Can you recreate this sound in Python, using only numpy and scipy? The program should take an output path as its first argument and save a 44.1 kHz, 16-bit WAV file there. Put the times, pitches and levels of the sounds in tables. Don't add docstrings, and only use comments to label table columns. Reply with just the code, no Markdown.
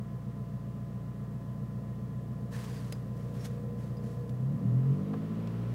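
import sys
import numpy as np
from scipy.fft import rfft, irfft, next_fast_len
from scipy.io import wavfile
from scipy.ndimage import map_coordinates

SR = 44100
rng = np.random.default_rng(int(sys.argv[2]) if len(sys.argv) > 2 else 0)


def file_out(sig):
    cols = np.atleast_2d(sig).T
    lim = np.clip(cols, -1, 1)
    pcm = np.round(lim * 32767).astype(np.int16)
    wavfile.write(sys.argv[1], SR, pcm)


N = 253134
TIME = np.arange(N) / SR
IDLE_RPM, PEDAL_S = 885.3, 4.24

# (order [per cycle], relative level [dB])
EXHAUST_TONES = [(4, 0.4), (8, 5.6), (9, -16.2), (12, 5.1), (13, -7.8), (15, -7.0), (16, 4.8), (17, -11.1),
                 (18, -14.1), (19, -7.8), (20, 4.7), (22, -10.6), (24, 3.8), (26, -8.8), (27, -1.5),
                 (28, 2.7), (29, -10.1), (30, -9.7), (31, -11.7), (32, -6.1), (35, -7.8), (36, -2.0),
                 (40, -5.3)]


def exhaust(cycle, octaves, jitter_cycles=0.0011, scatter_db=0.4, boom_lag_s=0.016, round_rpm=1580):
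    cycle_hz = np.interp(TIME - boom_lag_s, TIME, np.gradient(cycle) * SR)
    position = cycle + jitter_cycles * wobble(30)
    firing_at, odd_at = 0.151, -0.093
    odd_strength = amp(wobble(2.5) - 6 * octaves)
    rounding_db = -27 * np.maximum(octaves - np.log2(round_rpm / IDLE_RPM), 0)
    out = np.zeros(N)
    for order, db in EXHAUST_TONES:
        at, strength = (odd_at, odd_strength) if order % 4 else (firing_at, 1)
        tone = booms(order * cycle_hz) * np.exp(2j * np.pi * order * (position - at))
        fade_db = rounding_db * max(np.log2(order / 10), 0)
        out += amp(db + fade_db) * strength * tone.real
    return np.sqrt(2) * amp(firing_level(octaves) + scatter_db * wobble(30)) * out


# (pitch [Hz], width [Hz], level [dB], sign at the seat [+/-1])
RESONANCES = [(59.2, 5.7, -14.3, -1), (98.5, 5.3, -16.5, 1), (126.8, 9.5, 7.8, 1), (139.3, 4.4, 6.3, -1),
              (165.4, 60.4, -6.0, -1), (195.7, 10.7, -0.4, 1), (220.4, 13.4, -8.3, -1),
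              (254.2, 9.0, -12.9, -1), (347.7, 81.4, -22.0, 1), (420.6, 30.1, -10.2, -1),
              (470.7, 36.3, -12.7, 1)]


def booms(hz):
    f = np.arange(0, 700, 0.5)
    gain = sum(sign * amp(db) * 1j * f * width / (pitch ** 2 - f ** 2 + 1j * f * width)
               for pitch, width, db, sign in RESONANCES)
    return np.interp(hz, f, gain)


# (time [s], half length [s], level change [dB])
STUMBLES = [(4.373, 0.033, -5.5), (4.458, 0.034, -2.5), (4.6, .025, -5), (4.83, 0.08, -3.5),
            (4.99, 0.017, 0.5)]


def firing_level(octaves, idle_db=-45, creep_db_per_s=0.36, throttle_db=9.5, build_s=0.46):
    throttle = np.sin(np.pi / 2 * np.clip((TIME - PEDAL_S) / build_s, 0, 1)) ** 2
    creep_db = creep_db_per_s * np.minimum(TIME, PEDAL_S)
    stumble_db = sum(db * swell(s, half_length) for s, half_length, db in STUMBLES)
    return idle_db + creep_db + throttle_db * throttle - 3 * octaves + stumble_db


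def crank_rpm(creep_rpm_per_s=2.57, rev_rpm=1120, intake_s=0.16, flywheel_s=0.83):
    age = np.maximum(TIME - PEDAL_S, 0)
    flywheel_lag = flywheel_s * np.exp(-age / flywheel_s)
    intake_lag = intake_s * np.exp(-age / intake_s)
    progress = 1 - (flywheel_lag - intake_lag) / (flywheel_s - intake_s)
    return IDLE_RPM + creep_rpm_per_s * np.minimum(TIME, PEDAL_S) + rev_rpm * progress


# (frequency [Hz], relative level [dB])
GAS_SPECTRUM = [(30, -34), (70, -16.5), (110, -4), (140, 10), (165, -5.5), (205, 11), (250, -3), (310, -4),
                (370, -8.5), (440, -2), (560, -5.5), (720, -15.5), (850, -19), (1500, -43.5)]


def gas_rush(cycle, octaves, start_db=-49, creep_db_per_s=0.98, db_per_octave=0.9):
    rush_db = start_db + creep_db_per_s * np.minimum(TIME, PEDAL_S) + db_per_octave * octaves
    puffs = 1 + 0.045 * np.cos(2 * np.pi * 4 * cycle)
    uneven_beat = 1 + 0.031 * np.cos(2 * np.pi * cycle)
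    return amp(rush_db) * unit(puffs * uneven_beat * noise(GAS_SPECTRUM))


# (frequency [Hz], relative level [dB])
CHATTER_SPECTRUM = [(300, -0.5), (800, -1.5), (980, 3), (1080, 4), (1250, 0.5), (1340, 1), (1560, -6.5),
                    (1900, -4.5), (2300, -11.5), (3000, -13), (3700, -18), (4800, -19.5), (7000, -26),
                    (15000, -48.5)]


def engine_bay(cycle, octaves, idle_db=-62, db_per_octave=6, rasp_db=-66):
    taps = 1 + 0.05 * np.cos(2 * np.pi * 8 * cycle)
    chatter = amp(idle_db + db_per_octave * octaves) * noise(CHATTER_SPECTRUM)
    rasp = amp(rasp_db) * octaves ** 2 * band(rng.standard_normal(N), hz=2400, width_hz=1400)
    return taps * (chatter + rasp)


# (frequency [Hz], relative level [dB])
CLOTH_SPECTRUM = [(500, -18.5), (1000, 8), (1400, -1), (1650, 3), (2300, -3), (3200, -4), (3900, -5.5),
                  (4650, -5), (5300, -6.5), (9000, -10), (12000, -14), (15500, -17.5)]
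# (start [s], length [s], level [dB])
SLEEVE_STROKES = [(2.497, 0.28, -51.5), (2.787, 0.13, -58.5), (3.136, 0.22, -64), (3.318, 0.17, -59.5),
                  (3.76, 0.083, -63), (4.006, .12, -62)]


def sleeve(attack_s=0.034, sag_db_per_s=-15, release_s=0.14, catch_db=2, snag_db=-0.8):
    pressure = np.zeros(N)
    for start, length, db in SLEEVE_STROKES:
        age = np.maximum(TIME - start, 0)
        rise = np.minimum(age / attack_s, 1) ** 2
        fall = np.exp(-np.maximum(age - length, 0) / release_s)
        pressure = np.maximum(pressure, rise * fall * amp(db + sag_db_per_s * age))
    catches = amp(catch_db * wobble(900) + snag_db * wobble(70))
    return pressure * unit(noise(CLOTH_SPECTRUM) * catches)


# (time [s], level [dB], ring pitch [Hz], relative ring [dB], treble limit [Hz])
PLASTIC_CLICKS = [(2.9245, -38.5, 5000, -13, 24000), (3.34, -60, 5500, -14, 16000),
                  (3.4545, -49, 1580, -2, 3200), (3.969, -63, 4950, 3.5, 18000),
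                  (4.294, -55, 2970, -16, 12000), (5.474, -51, 2630, -14, 6400)]


def clicks():
    return sum(amp(db) * contact(s, ring_hz, ring_db, treble_hz, rise_s=0.0008, fade_s=0.028,
                                 ring_sharpness=40, ring_fade_s=0.08, knock_db=-3)
               for s, db, ring_hz, ring_db, treble_hz in PLASTIC_CLICKS)


# (peak time [s], level [dB], rise [s], ring pitch [Hz], relative ring [dB])
SCUFFS = [(2.551, -60, .015, 1750, 7), (2.79, -67.5, 0.088, 4670, 5), (3.415, -62.5, 0.014, 5450, 2),
          (3.456, -46, 0.013, 6200, -11)]


def scuffs():
    return sum(amp(db) * contact(s, ring_hz, ring_db, treble_hz=13500, rise_s=rise_s, fade_s=0.081,
                                 ring_sharpness=20, ring_fade_s=0.084, knock_db=-13)
               for s, db, rise_s, ring_hz, ring_db in SCUFFS)


def contact(s, ring_hz, ring_db, treble_hz, rise_s, fade_s, ring_sharpness, ring_fade_s, knock_db):
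    near = np.abs(TIME - s) < 0.15
    age = TIME[near] - s
    rise = np.exp(np.minimum(age, 0) / rise_s)
    shape = lambda seconds: rise * amp(-60 * np.maximum(age, 0) / seconds)
    scrape_colour = lambda f: f / np.hypot(f, 700) ** 1.48 / np.hypot(1, (f / treble_hz) ** 3)
    scrape_noise, ring_noise, knock_noise = rng.standard_normal((3, len(age)))
    scrape = unit(filtered(scrape_noise, scrape_colour))
    ring = amp(ring_db) * band(ring_noise, ring_hz, ring_hz / ring_sharpness)
    knock = amp(knock_db) * band(knock_noise, hz=660, width_hz=150)
    out = np.zeros(N)
    out[near] = shape(fade_s) * (scrape + knock) + shape(ring_fade_s) * ring
    return out


# (time [s], level [dB])
PANEL_KNOCKS = [(3.578, -55), (5.135, -39.5)]
# (pitch [Hz], relative level [dB], time to fade by 60 dB [s])
PANEL_TONES = [(712, 5, 0.046), (1032, -2.5, 0.11), (1160, 3, .04), (1335, -13, 0.046), (1630, -5, 0.041)]


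def knocks(attack_s=0.0012, thud_db=-3, thud_fade_s=0.041):
    out = np.zeros(N)
    for s, db in PANEL_KNOCKS:
        age = np.maximum(TIME - s, 0)
        ring = sum(amp(tone_db - 60 * age / fade_s) * np.sin(2 * np.pi * hz * age)
                   for hz, tone_db, fade_s in PANEL_TONES)
        thud_noise = band(rng.standard_normal(N), hz=900, width_hz=1100)
        thud = amp(thud_db - 60 * age / thud_fade_s) * thud_noise
        out += amp(db) * (1 - np.exp(-age / attack_s)) * (ring + thud)
    return out


# (pitch [Hz], level [dB])
PUMP_TONES = [(340, -68), (680, -64.5), (1020, -64.5), (1180, -75), (1700, -76.5), (1870, -79)]


def fuel_pump():
    return sum(amp(db) * wavering_tone(hz) for hz, db in PUMP_TONES)


# (peak time [s], half length [s], level [dB])
HUM_SWELLS = [(2.62, .25, -61), (3.27, .2, -56), (3.63, .2, -50.5), (4.16, .26, -52.5)]


def hum(hz=477.7):
    loudness = sum(amp(db) * swell(s, half_length) for s, half_length, db in HUM_SWELLS)
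    return loudness * wavering_tone(hz)


# (frequency [Hz], relative level [dB])
HISS_SPECTRUM = [(30, 10.5), (1000, 0), (3000, 8), (5000, 6), (8000, 5), (11000, 2), (16000, 4.5)]


def hiss(level_db=-71.5):
    return amp(level_db) * noise(HISS_SPECTRUM)


def amp(db):
    return 10 ** (np.asarray(db) / 20)


def unit(x):
    return x / np.sqrt(np.mean(x ** 2) + 1e-20)


def wobble(rate):
    return map_coordinates(rng.standard_normal(int(N * rate / SR) + 4), [TIME * rate])


def swell(s, half_length):
    return np.exp(-((TIME - s) / half_length) ** 2)


def wavering_tone(hz, waver_db=1.2, drift_radians=0.24):
    loudness = np.sqrt(2) * amp(waver_db * wobble(12))
    return loudness * np.sin(2 * np.pi * hz * TIME + drift_radians * wobble(9))


def filtered(x, response):
    size = next_fast_len(len(x) + SR // 2)
    return irfft(rfft(x, size) * response(np.fft.rfftfreq(size, 1 / SR)), size)[:len(x)]


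def noise(spectrum):
    hz, db = np.transpose(spectrum)
    response = lambda f: amp(np.interp(np.log(f + 1), np.log(hz), db))
    return unit(filtered(rng.standard_normal(N), response))


def band(x, hz, width_hz):
    return unit(filtered(x, lambda f: 1 / (1 + ((f - hz) / width_hz) ** 2)))


def scene():
    rpm = crank_rpm()
    cycle = np.cumsum(rpm / 60 / 2) / SR
    octaves = np.log2(rpm / IDLE_RPM)
    engine = exhaust(cycle, octaves) + gas_rush(cycle, octaves) + engine_bay(cycle, octaves)
    nearby = sleeve() + clicks() + scuffs() + knocks()
    return (engine + nearby + fuel_pump() + hum() + hiss())[None]


def record(dry):
    return filtered(dry[0], lambda hz: hz < 15800)[None]


dry = scene()
out = record(dry)
file_out(out)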